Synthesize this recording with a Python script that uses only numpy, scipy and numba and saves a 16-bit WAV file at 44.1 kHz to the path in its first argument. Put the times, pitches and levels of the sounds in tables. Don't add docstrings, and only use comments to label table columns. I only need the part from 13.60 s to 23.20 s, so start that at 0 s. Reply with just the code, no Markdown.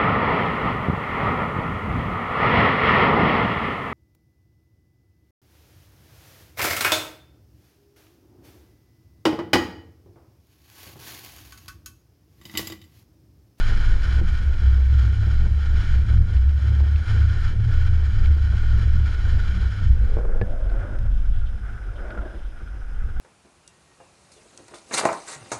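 import sys
import numpy as np
from scipy import signal
from scipy.fft import rfft, irfft, next_fast_len
from scipy.io import wavfile
from scipy.ndimage import uniform_filter1d
from numba import njit

SR = 44100
rng = np.random.default_rng(int(sys.argv[2]) if len(sys.argv) > 2 else 0)


def persist_wave(psi):
    counts = np.round(np.clip(psi, -1, 1) * 32767).astype(np.int16)
    wavfile.write(sys.argv[1], SR, np.atleast_2d(counts).T)


N = 423345
T = np.arange(N) / SR
HZ = np.maximum(np.fft.rfftfreq(next_fast_len(N), 1 / SR), 1)

# (frequency [Hz], level [dB per Hz])
HISS_SPECTRUM = [(150, -5), (500, -21.5), (1000, -21.5), (2500, -24), (3500, -33), (4400, -37.5),
                 (5600, -31.5), (7900, -41), (8600, -36), (10000, -38.5), (12000, -43), (16000, -47)]
# (frequency [Hz], width [Hz], level [dB])
WHINES = [(5040, 170, 0), (8640, 300, -11), (9900, 200, -13)]
HISS_DB, WHINE_DB = -56.5, -73.5

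# (time [s], pitch [Hz], level [dB])
POLE_LOW = [(0.0, 54.6, -27.5), (0.4, 53.76, -22.5), (0.59, 65.9, -18.5), (0.83, 67.64, -16.5),
            (0.96, 63.3, -14.5), (1.52, 66.45, -17.5), (2.09, 66.9, -21.5), (2.33, 60.63, -12.5),
            (2.44, 67.9, -17.5), (2.76, 62.9, -16), (3.03, 73.17, -17), (3.22, 70.2, -15),
            (3.4, 73.82, -15), (4.0, 71.8, -24), (4.1, 79.34, -21), (4.7, 70.9, -15), (4.87, 70.36, -18.5),
            (5.02, 60.43, -20.5), (5.18, 59.16, -16.5), (5.39, 71.84, -17.5), (5.53, 65.06, -19.5),
            (6.14, 63.6, -22.5), (6.36, 66.8, -18), (6.45, 55.3, -23), (6.6, 59.5, -34)]
# (time [s], depth [dB], half length [s])
LULLS = [(0.435, 21, 0.032), (0.662, 24, 0.03), (0.767, 17, 0.039), (0.988, 15.5, 0.044),
         (2.273, 13.5, 0.063), (2.463, 16, 0.025), (2.68, 16, 0.039), (3.002, 11, 0.019), (3.46, 17, 0.05),
         (3.851, 4.5, 0.13), (4.19, -0.5, 0.039), (4.562, 19, 0.042), (5.037, 5, 0.037), (5.219, 8, 0.029),
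         (5.6, 2, 0.075), (5.841, 8, 0.038), (6.198, 13, 0.059), (6.381, 12, 0.024)]
# (time [s], second mode pitch [Hz], second mode peak [dB], third mode peak [dB])
BUMPS = [(0.12, 101.1, -31, -43), (0.319, 97, -29.5, -46), (0.588, 107.1, -28, -39),
         (0.74, 102.1, -39, -40.5), (1.08, 98.6, -32.5, -42), (1.32, 106.2, -30, -52),
         (1.45, 101.1, -24, -44), (1.65, 103.2, -25.5, -46.5), (1.87, 112.3, -29.5, -38),
         (2.15, 94.9, -29.5, -45), (2.35, 113.8, -29, -37.5), (2.55, 105.9, -21.5, -37.5),
         (2.77, 96.47, -26, -52), (3.098, 109.2, -23.5, -56), (3.29, 106.4, -33, -56),
         (3.55, 104.3, -25, -44.5), (3.7, 103.7, -25, -54), (3.94, 106, -22, -50), (4.07, 115.2, -25, -48),
         (4.3, 108.9, -27, -43), (4.61, 103, -24.5, -48), (4.91, 101.5, -24, -49),
         (5.181, 102.1, -22.5, -43.5), (5.38, 105.2, -24.5, -43.5), (5.72, 97.05, -22.5, -41.5),
         (5.95, 95, -32.5, -40), (6.09, 96, -34.5, -61), (6.27, 100.8, -22.5, -51)]
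# (frequency [Hz], width [Hz], level [dB])
POLE_SHAKE = [(100.6, 23.8, 1.5), (120, 7.6, -13), (142, 122, -21.5)]
# (time [s], peak [dB])
JOLTS = [(0.614, -20), (1.014, -42), (1.479, -33), (2.418, -34), (3.044, -33), (3.598, -35), (4.149, -39),
         (4.709, -31), (8.74, -31.5), (9.017, -34), (9.2, -47), (9.29, -47)]
# (frequency [Hz], level [dB], 60 dB decay time [s])
JOLT_MODES = [(168, 0, 0.18), (240, 1.5, 0.088), (323, 5, 0.085), (466, -2, 0.072), (750, -8.5, 0.04)]
BUMP_RISE_S, BUMP_FALL_S = 0.083, 0.084
MID_REST_DB, HIGH_REST_DB = -39, -56
SHAKE_DB = -5.5
LOW_SHAKE_HZ, LOW_SHAKE_WIDTH_HZ = 71.1, 25.6
LOW_SHAKE_DB = -10
POLE_HIGH_HZ, POLE_HIGH_WIDTH_HZ = 185.7, 13

# (time [s], level [dB])
WIND = [(0.0, -16.5), (0.45, -17), (1.15, -22), (1.3, -27), (1.76, -21), (1.9, -18), (2.35, -18),
        (2.78, -25.5), (3.0, -30), (3.69, -21.5), (4.84, -19.5), (6.0, -21), (7.1, -19.5), (7.75, -19),
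        (7.9, -23), (8.6, -29.5), (9.6, -25)]
# (frequency [Hz], level [dB per Hz])
BUFFET = [(12, -2), (20, 14.5), (27, -11), (36, 0.5), (46, 2.5), (60, -16.5), (90, -65)]
# (time [s], level [dB])
FLUTTER_LEVEL = [(6.2, -24), (7.0, -28.5), (7.75, -26), (7.95, -28), (8.3, -34.5), (8.65, -38.5),
                 (9.0, -43.5), (9.6, -30)]
# (frequency [Hz], level [dB per Hz])
FLUTTER = [(38, -7), (52, 9.5), (70, -1), (83, -3), (102, 0), (125, -14.5), (150, -28.5), (180, -29),
           (202, -13.5), (225, -30.5), (300, -31)]
# (time [s], peak [dB])
GUSTS = [(6.3, -22), (6.44, -22), (6.58, -24), (6.83, -15.5), (7.24, -38), (7.451, -18.5), (7.7, -22),
         (8.74, -30), (9.03, -31.5), (9.2, -38), (9.421, -31)]
BUFFET_WAVER_DB = 1.5
GUST_RISE_S, GUST_FALL_S = 0.0085, 0.021

# (time [s], grit level [dB])
ROLL = [(0.0, -35), (0.15, -37), (0.32, -37.5), (0.36, -42.5), (0.41, -38.5), (0.603, -38.5), (0.61, -47.5),
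        (0.67, -42), (0.78, -40.5), (0.9, -45.5), (1.07, -42), (1.31, -45), (1.43, -37.5), (1.5, -44.5),
        (1.86, -42), (1.89, -49), (2.2, -38), (2.44, -45), (2.5, -41.5), (2.64, -49.5), (2.74, -41.5),
        (2.85, -51.5), (3.03, -43), (3.42, -45), (3.51, -38.5), (3.65, -42.5), (3.87, -40), (3.95, -46),
        (4.1, -43), (4.66, -43), (4.76, -46), (4.9, -41.5), (5.24, -41.5), (5.32, -44), (5.5, -41.5),
        (6.1, -41.5), (6.38, -49.5), (6.52, -50), (6.75, -65)]
# (frequency [Hz], width [Hz], level [dB])
HOUSING = [(1250, 110, -12), (1350, 90, -4), (1450, 110, 1.5), (1555, 110, -4), (1670, 80, -5),
           (1820, 130, -5), (2110, 200, -12), (2300, 300, -10.5), (2750, 300, -21), (3010, 150, -13),
           (3170, 160, -15), (3150, 600, -14), (3400, 170, -17), (3980, 170, -14.5), (4230, 400, -23),
           (4710, 100, -18), (5070, 280, -20), (5440, 340, -22), (6350, 300, -30), (6760, 420, -24.5),
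           (7540, 910, -36), (9400, 1300, -38)]
# (frequency [Hz], level [dB])
NEAR_BED = [(600, -18), (1200, -15), (2600, -30), (4400, -23), (6100, -31), (8300, -43), (11000, -41),
            (15000, -60)]
# (frequency [Hz], level [dB per Hz])
DECK = [(100, -6), (140, 8.5), (220, -2), (340, -1), (480, -5), (620, -10.5), (850, -11.5), (1100, -17.5),
        (1500, -23), (2500, -57.5)]
# (time [s], level [dB])
TICKS = [(0.94, -39), (1.164, -43), (2.4185, -47), (2.767, -43.5), (2.893, -42.5), (3.36, -38),
         (3.5095, -49), (4.6585, -35), (5.175, -43), (5.8233, -42.5)]
# (frequency [Hz], level [dB])
CLICK_HIGH = [(1500, -22.5), (2200, 9), (4800, -4), (5400, -19.5), (8000, -36), (11000, -45.5)]
DECK_DB = -46.5
DECK_FOLLOWS = 0.34

# (time [s],)
ROADSIDE_SPAN = [(6.3,), (9.6,)]
# (loudest moment [s], approach [s], leaving [s], grit level [dB],
# deck drone level [dB], drone centre [Hz], rumble level [dB])
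PASSES = [(6.58, 0.07, 0.098, -58, -42, 460, -43), (6.73, 0.11, 0.082, -51.5, -39.5, 517, -42),
          (6.9, 0.06, 0.19, -58, -41.5, 575, -46), (7.22, 0.2, 0.14, -48, -47, 554, -41.5),
          (8.07, 0.038, 0.18, -47, -73, 463, -56), (8.55, 0.16, 0.16, -47, -48.5, 593, -42.5),
          (9.4, 0.047, 0.17, -49, -63, 480, -61)]
# (frequency [Hz], width [Hz], level [dB])
ROADSIDE = [(736, 140, -3), (1270, 200, -4), (1470, 235, 3.5), (1645, 130, -5), (1990, 700, -13)]
# (frequency [Hz], level [dB])
FAR_BED = [(300, -16.5), (1000, -22), (2600, -30), (4200, -39), (7000, -36), (15000, -60)]
# (frequency [Hz], level [dB per Hz])
RUMBLE = [(120, -24), (200, 2), (350, 6.5), (600, -5), (850, -3.5), (1100, -6), (2500, -42)]
# (time [s], level [dB])
SWISH = [(6.3, -72), (6.6, -71.5), (7.1, -65.5), (7.35, -67.5), (7.75, -60.5), (8.1, -66.5), (8.5, -66.5),
         (8.6, -67), (8.72, -61), (9.0, -69), (9.3, -70), (9.6, -65)]
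# (time [s], wood peak [dB], rattle peak [dB], rattle pitch [factor], high click level [dB])
KNOCKS = [(6.569, -14, -43, 1, -60), (6.587, -17, -39, 1.1, -60), (6.61, -24, -45, 1, -65),
          (6.652, -19, -42, 1.05, -61), (6.692, -25, -52, 1, -70), (6.748, -26, -52, 1, -70),
          (6.779, -28, -54, 1, -70), (6.814, -11, -22, 1.15, -38), (7.098, -53, -34, 1.05, -49),
          (7.118, -59, -40, 1, -54), (7.172, -50, -35, 1, -66), (7.209, -50, -31, 1, -66),
          (7.242, -50, -35, 1, -66), (7.293, -50, -36, 1, -66), (7.387, -44, -41, 1.2, -58),
          (7.77, -55, -39, 1.05, -68), (7.814, -48, -37, 1, -66), (7.836, -46, -39, 1, -66),
          (8.092, -48, -37, 1.05, -66), (8.132, -55, -39, 1.1, -54), (8.178, -50, -33, 1.03, -62),
          (8.287, -46, -38, 1, -65), (8.336, -38, -40, 1, -60), (8.404, -28, -36, 1.03, -57),
          (8.45, -48, -34, 1, -68), (8.459, -48, -33, 1, -68), (8.506, -30, -29, 1, -47),
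          (8.576, -25, -26, .98, -62), (8.588, -45, -28, 1, -68), (8.652, -40, -37, 1.1, -60),
          (8.678, -48, -36, 1.03, -60), (9.075, -48, -35, 1, -72)]
# (frequency [Hz], level [dB], 60 dB decay time [s])
KNOCK_MODES = [(200, -6, .17), (395, -5, .06), (475, 0, .065), (600, -5, .045), (790, -6, .03),
               (1050, -9, .02)]
# (frequency [Hz], level [dB], 60 dB decay time [s])
RATTLE_MODES = [(1260, -14, .03), (1430, 0, .06), (1620, -11, .035), (1850, -14, .025)]
# (time [s], level [dB])
SNAPS = [(6.465, -51.5), (7.131, -54), (7.387, -43), (7.39, -46), (7.429, -56), (7.463, -52)]
# (frequency [Hz], level [dB])
SNAP = [(1500, -11), (2000, 3.5), (4500, -3.5), (8000, -14.5), (12500, -17)]
FALLOFF = 2.04
FAR_GRIT_DB, FAR_DRONE_DB, FAR_RUMBLE_DB = -52.5, -79, -57.5
SWISH_HZ, SWISH_WIDTH_HZ = 3170, 1080

# (frequency [Hz], level [dB])
MIC_TOP = [(1, 0), (10500, 0), (12000, -4), (13500, -12), (15000, -22), (22050, -22)]
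TOP_HZ = 15000


def undb(db):
    return 10 ** (np.asarray(db) / 20)


def unit(x):
    return x / np.sqrt(np.mean(x ** 2))


def read(table):
    s, *columns = np.transpose(table)
    return [np.interp(T, s, column) for column in columns]


def fade(table, inn=0.01, out=0.2):
    start, end = table[0][0], table[-1][0]
    opening = np.clip((T - start) / inn + (start <= 0), 0, 1)
    closing = np.clip((end - T) / out + (end > T[-1] - 0.1), 0, 1)
    return opening * closing


def hump(at, rise_s, fall_s, shape):
    return shape(np.abs(T - at) / np.where(T < at, rise_s, fall_s))


def bell(u):
    return np.exp(-u ** 2)


def tilt(points):
    hz, db = np.transpose(points)
    return undb(np.interp(np.log(HZ), np.log(hz), db, left=-90, right=-90))


def modes(rows, bed=0):
    power = sum(undb(2 * db) / (1 + ((HZ ** 2 - hz ** 2) / (HZ * width)) ** 2) ** 2
                for hz, width, db in rows)
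    cepstrum = irfft(np.log(power + bed ** 2 + 1e-12) / 2, next_fast_len(N))
    half = len(cepstrum) // 2
    cepstrum[1:half] *= 2
    cepstrum[half + 1:] = 0
    return np.exp(rfft(cepstrum))


def through(x, response):
    size = next_fast_len(N)
    return irfft(rfft(x, size) * response, size)[:N]


def walk(rate):
    k = int(SR / rate)
    steps = np.repeat(rng.standard_normal(N // k + 1), k)
    return 1.322 * uniform_filter1d(uniform_filter1d(steps, k), k)[:N]


def grit(rate, stone_db, patchy_db):
    struck = rng.random(N) < rate / SR
    stones = struck * undb(stone_db) * rng.uniform(-1, 1, N) ** 3
    patches = undb(patchy_db * (walk(25) + 2.02 * walk(70)))
    return (rng.standard_normal(N) + stones) * patches


def blows(times, peaks_db, rows, pitches=1):
    out, t = np.zeros(N + SR), T[:SR // 3]
    onset = 1 - np.exp(-t / 0.00034)
    pitches = pitches * np.ones(len(times))
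    varied = rng.standard_normal((len(times), 2 * len(rows)))
    for s, peak_db, pitch, vary in zip(times, peaks_db, pitches, varied):
        ring = np.zeros(len(t))
        for k, (hz, db, t60) in enumerate(rows):
            mode_hz = hz * pitch * (1 + 0.03 * vary[2 * k + 1])
            decay = np.exp(-np.log(1000) * t / t60)
            ring += undb(db + 2.0 * vary[2 * k]) * np.sin(2 * np.pi * mode_hz * t) * decay
        start = int(s * SR)
        out[start:start + len(t)] += undb(peak_db) * onset * ring / np.abs(ring).max()
    return out[:N]


def clicks(times, levels_db, decay_s, response):
    length = 400
    burst = np.zeros(N + length)
    decay = np.exp(-T[:length] / decay_s)
    cracks = rng.standard_normal((len(times), length))
    for at, db, crack in zip(times, levels_db, cracks):
        start = int(at * SR)
        burst[start:start + length] += undb(db) * crack * decay
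    return through(burst[:N], response / np.sqrt(np.mean(np.abs(response) ** 2)))


def camera():
    hiss = unit(through(rng.standard_normal(N) * undb(0.4 * walk(30)), tilt(HISS_SPECTRUM)))
    whine = unit(through(rng.standard_normal(N), modes(WHINES)))
    return undb(HISS_DB) * hiss + undb(WHINE_DB) * whine


def bending(hz, gain, waver_hz, waver_db, swell_db):
    phase = 2 * np.pi * np.cumsum(hz + waver_hz * walk(16)) / SR
    return np.sqrt(2) * np.sin(phase) * gain * undb(waver_db * walk(20) + swell_db * walk(7.6))


def pole():
    shake = unit(through(rng.standard_normal(N), modes(POLE_SHAKE)))
    third = unit(through(rng.standard_normal(N), modes([(POLE_HIGH_HZ, POLE_HIGH_WIDTH_HZ, 0)])))
    low_shake = unit(through(rng.standard_normal(N), modes([(LOW_SHAKE_HZ, LOW_SHAKE_WIDTH_HZ, 0)])))

    low_hz, low_db = read(POLE_LOW)
    lull_db = sum(db * hump(s, half_s, half_s, bell) for s, db, half_s in LULLS)
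    first_hum = bending(low_hz, undb(low_db - lull_db), waver_hz=1.826, waver_db=1.0, swell_db=0.72)

    at, mid_hz, mid_db, high_db = np.transpose(BUMPS)
    swing = np.array([hump(s, BUMP_RISE_S, BUMP_FALL_S, bell) for s in at])
    mid_gain = undb(mid_db) @ swing + undb(MID_REST_DB)
    high_gain = undb(high_db) @ swing + undb(HIGH_REST_DB)
    second_hum = bending(np.interp(T, at, mid_hz), mid_gain, waver_hz=3.5, waver_db=1.8, swell_db=0.06)

    hums = (first_hum + second_hum + shake * mid_gain * undb(SHAKE_DB) + third * high_gain
            + low_shake * undb(low_db + LOW_SHAKE_DB))
    s, peak_db = np.transpose(JOLTS)
    return hums * fade(POLE_LOW) + blows(s, peak_db, JOLT_MODES)


def wind():
    buffet = unit(through(rng.standard_normal(N), tilt(BUFFET)) * undb(BUFFET_WAVER_DB * walk(25)))
    flutter = unit(through(rng.standard_normal(N) * undb(2.0 * walk(23)), tilt(FLUTTER)))
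    gusts = sum(undb(db) * hump(s, GUST_RISE_S, GUST_FALL_S, lambda u: np.exp(-u)) for s, db in GUSTS)
    buffet_gain = undb(read(WIND)[0])
    flutter_gain = undb(read(FLUTTER_LEVEL)[0]) * fade(FLUTTER_LEVEL, inn=0.17)
    return buffet_gain * buffet + (flutter_gain + gusts) * flutter


def board():
    grit_db, = read(ROLL)
    hiss = unit(through(grit(90.0, 22.0, 0.7), modes(HOUSING, tilt(NEAR_BED))))
    deck = unit(through(grit(37.0, 31.0, 1.32), tilt(DECK)))
    deck_db = DECK_DB + DECK_FOLLOWS * (grit_db - np.median(grit_db))
    rolling = undb(grit_db) * hiss + undb(deck_db) * deck
    s, tick_db = np.transpose(TICKS)
    return rolling * fade(ROLL, out=0.22) + clicks(s, tick_db, 0.0027, tilt(CLICK_HIGH))


@njit
def sweep(x, hz, q):
    y, band, low = np.empty(len(x)), 0., 0.
    for i in range(len(x)):
        g = np.tan(np.pi * hz[i] / SR)
        v = (band + g * (x[i] - low)) / (1 + g * (g + 1 / q))
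        band = 2 * v - band
        low = low + 2 * g * v
        y[i] = v / q
    return y


def passers():
    at, rise_s, fall_s, grit_db, drone_db, centre_hz, rumble_db = np.transpose(PASSES)
    near = np.array([hump(*row, lambda u: (1 + u ** 2) ** -FALLOFF) for row in zip(at, rise_s, fall_s)])

    def gain(db, far_db):
        return np.sqrt(undb(2 * db) @ near + undb(2 * far_db))

    drone_hz = centre_hz @ near / near.sum(axis=0)
    hiss = unit(through(grit(25.0, 19.0, 1.12), modes(ROADSIDE, tilt(FAR_BED))))
    road = grit(120.0, 21.0, 0.79)
    drone = unit(sweep(sweep(road, drone_hz, 2.5), drone_hz, 2.5))
    rumble = unit(through(road, tilt(RUMBLE)))
    swish = unit(through(grit(30.0, 22.0, 1.2), modes([(SWISH_HZ, SWISH_WIDTH_HZ, 0)])))
    rolling = (gain(grit_db, FAR_GRIT_DB) * hiss
               + gain(drone_db, FAR_DRONE_DB) * drone
               + gain(rumble_db, FAR_RUMBLE_DB) * rumble
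               + undb(read(SWISH)[0]) * swish)

    s, wood_db, rattle_db, rattle_pitch, click_db = np.transpose(KNOCKS)
    knocks = (blows(s, wood_db, KNOCK_MODES)
              + blows(s, rattle_db, RATTLE_MODES, rattle_pitch)
              + clicks(s, click_db, 0.0036, tilt(CLICK_HIGH)))
    snap_s, snap_db = np.transpose(SNAPS)
    snaps = clicks(snap_s, snap_db, 0.0017, tilt(SNAP))
    return rolling * fade(ROADSIDE_SPAN, inn=0.1) + knocks + snaps


def scene():
    return (camera() + pole() + wind() + board() + passers())[None]


def record(dry):
    rounded = np.tanh(1.23 * dry[0]) / 1.22
    dull = through(rounded, tilt(MIC_TOP))[None]
    top_cut = signal.ellip(8, 0.2, 70, TOP_HZ, fs=SR, output="sos")
    return signal.sosfilt(top_cut, dull)


dry = scene()
out = record(dry)
persist_wave(out)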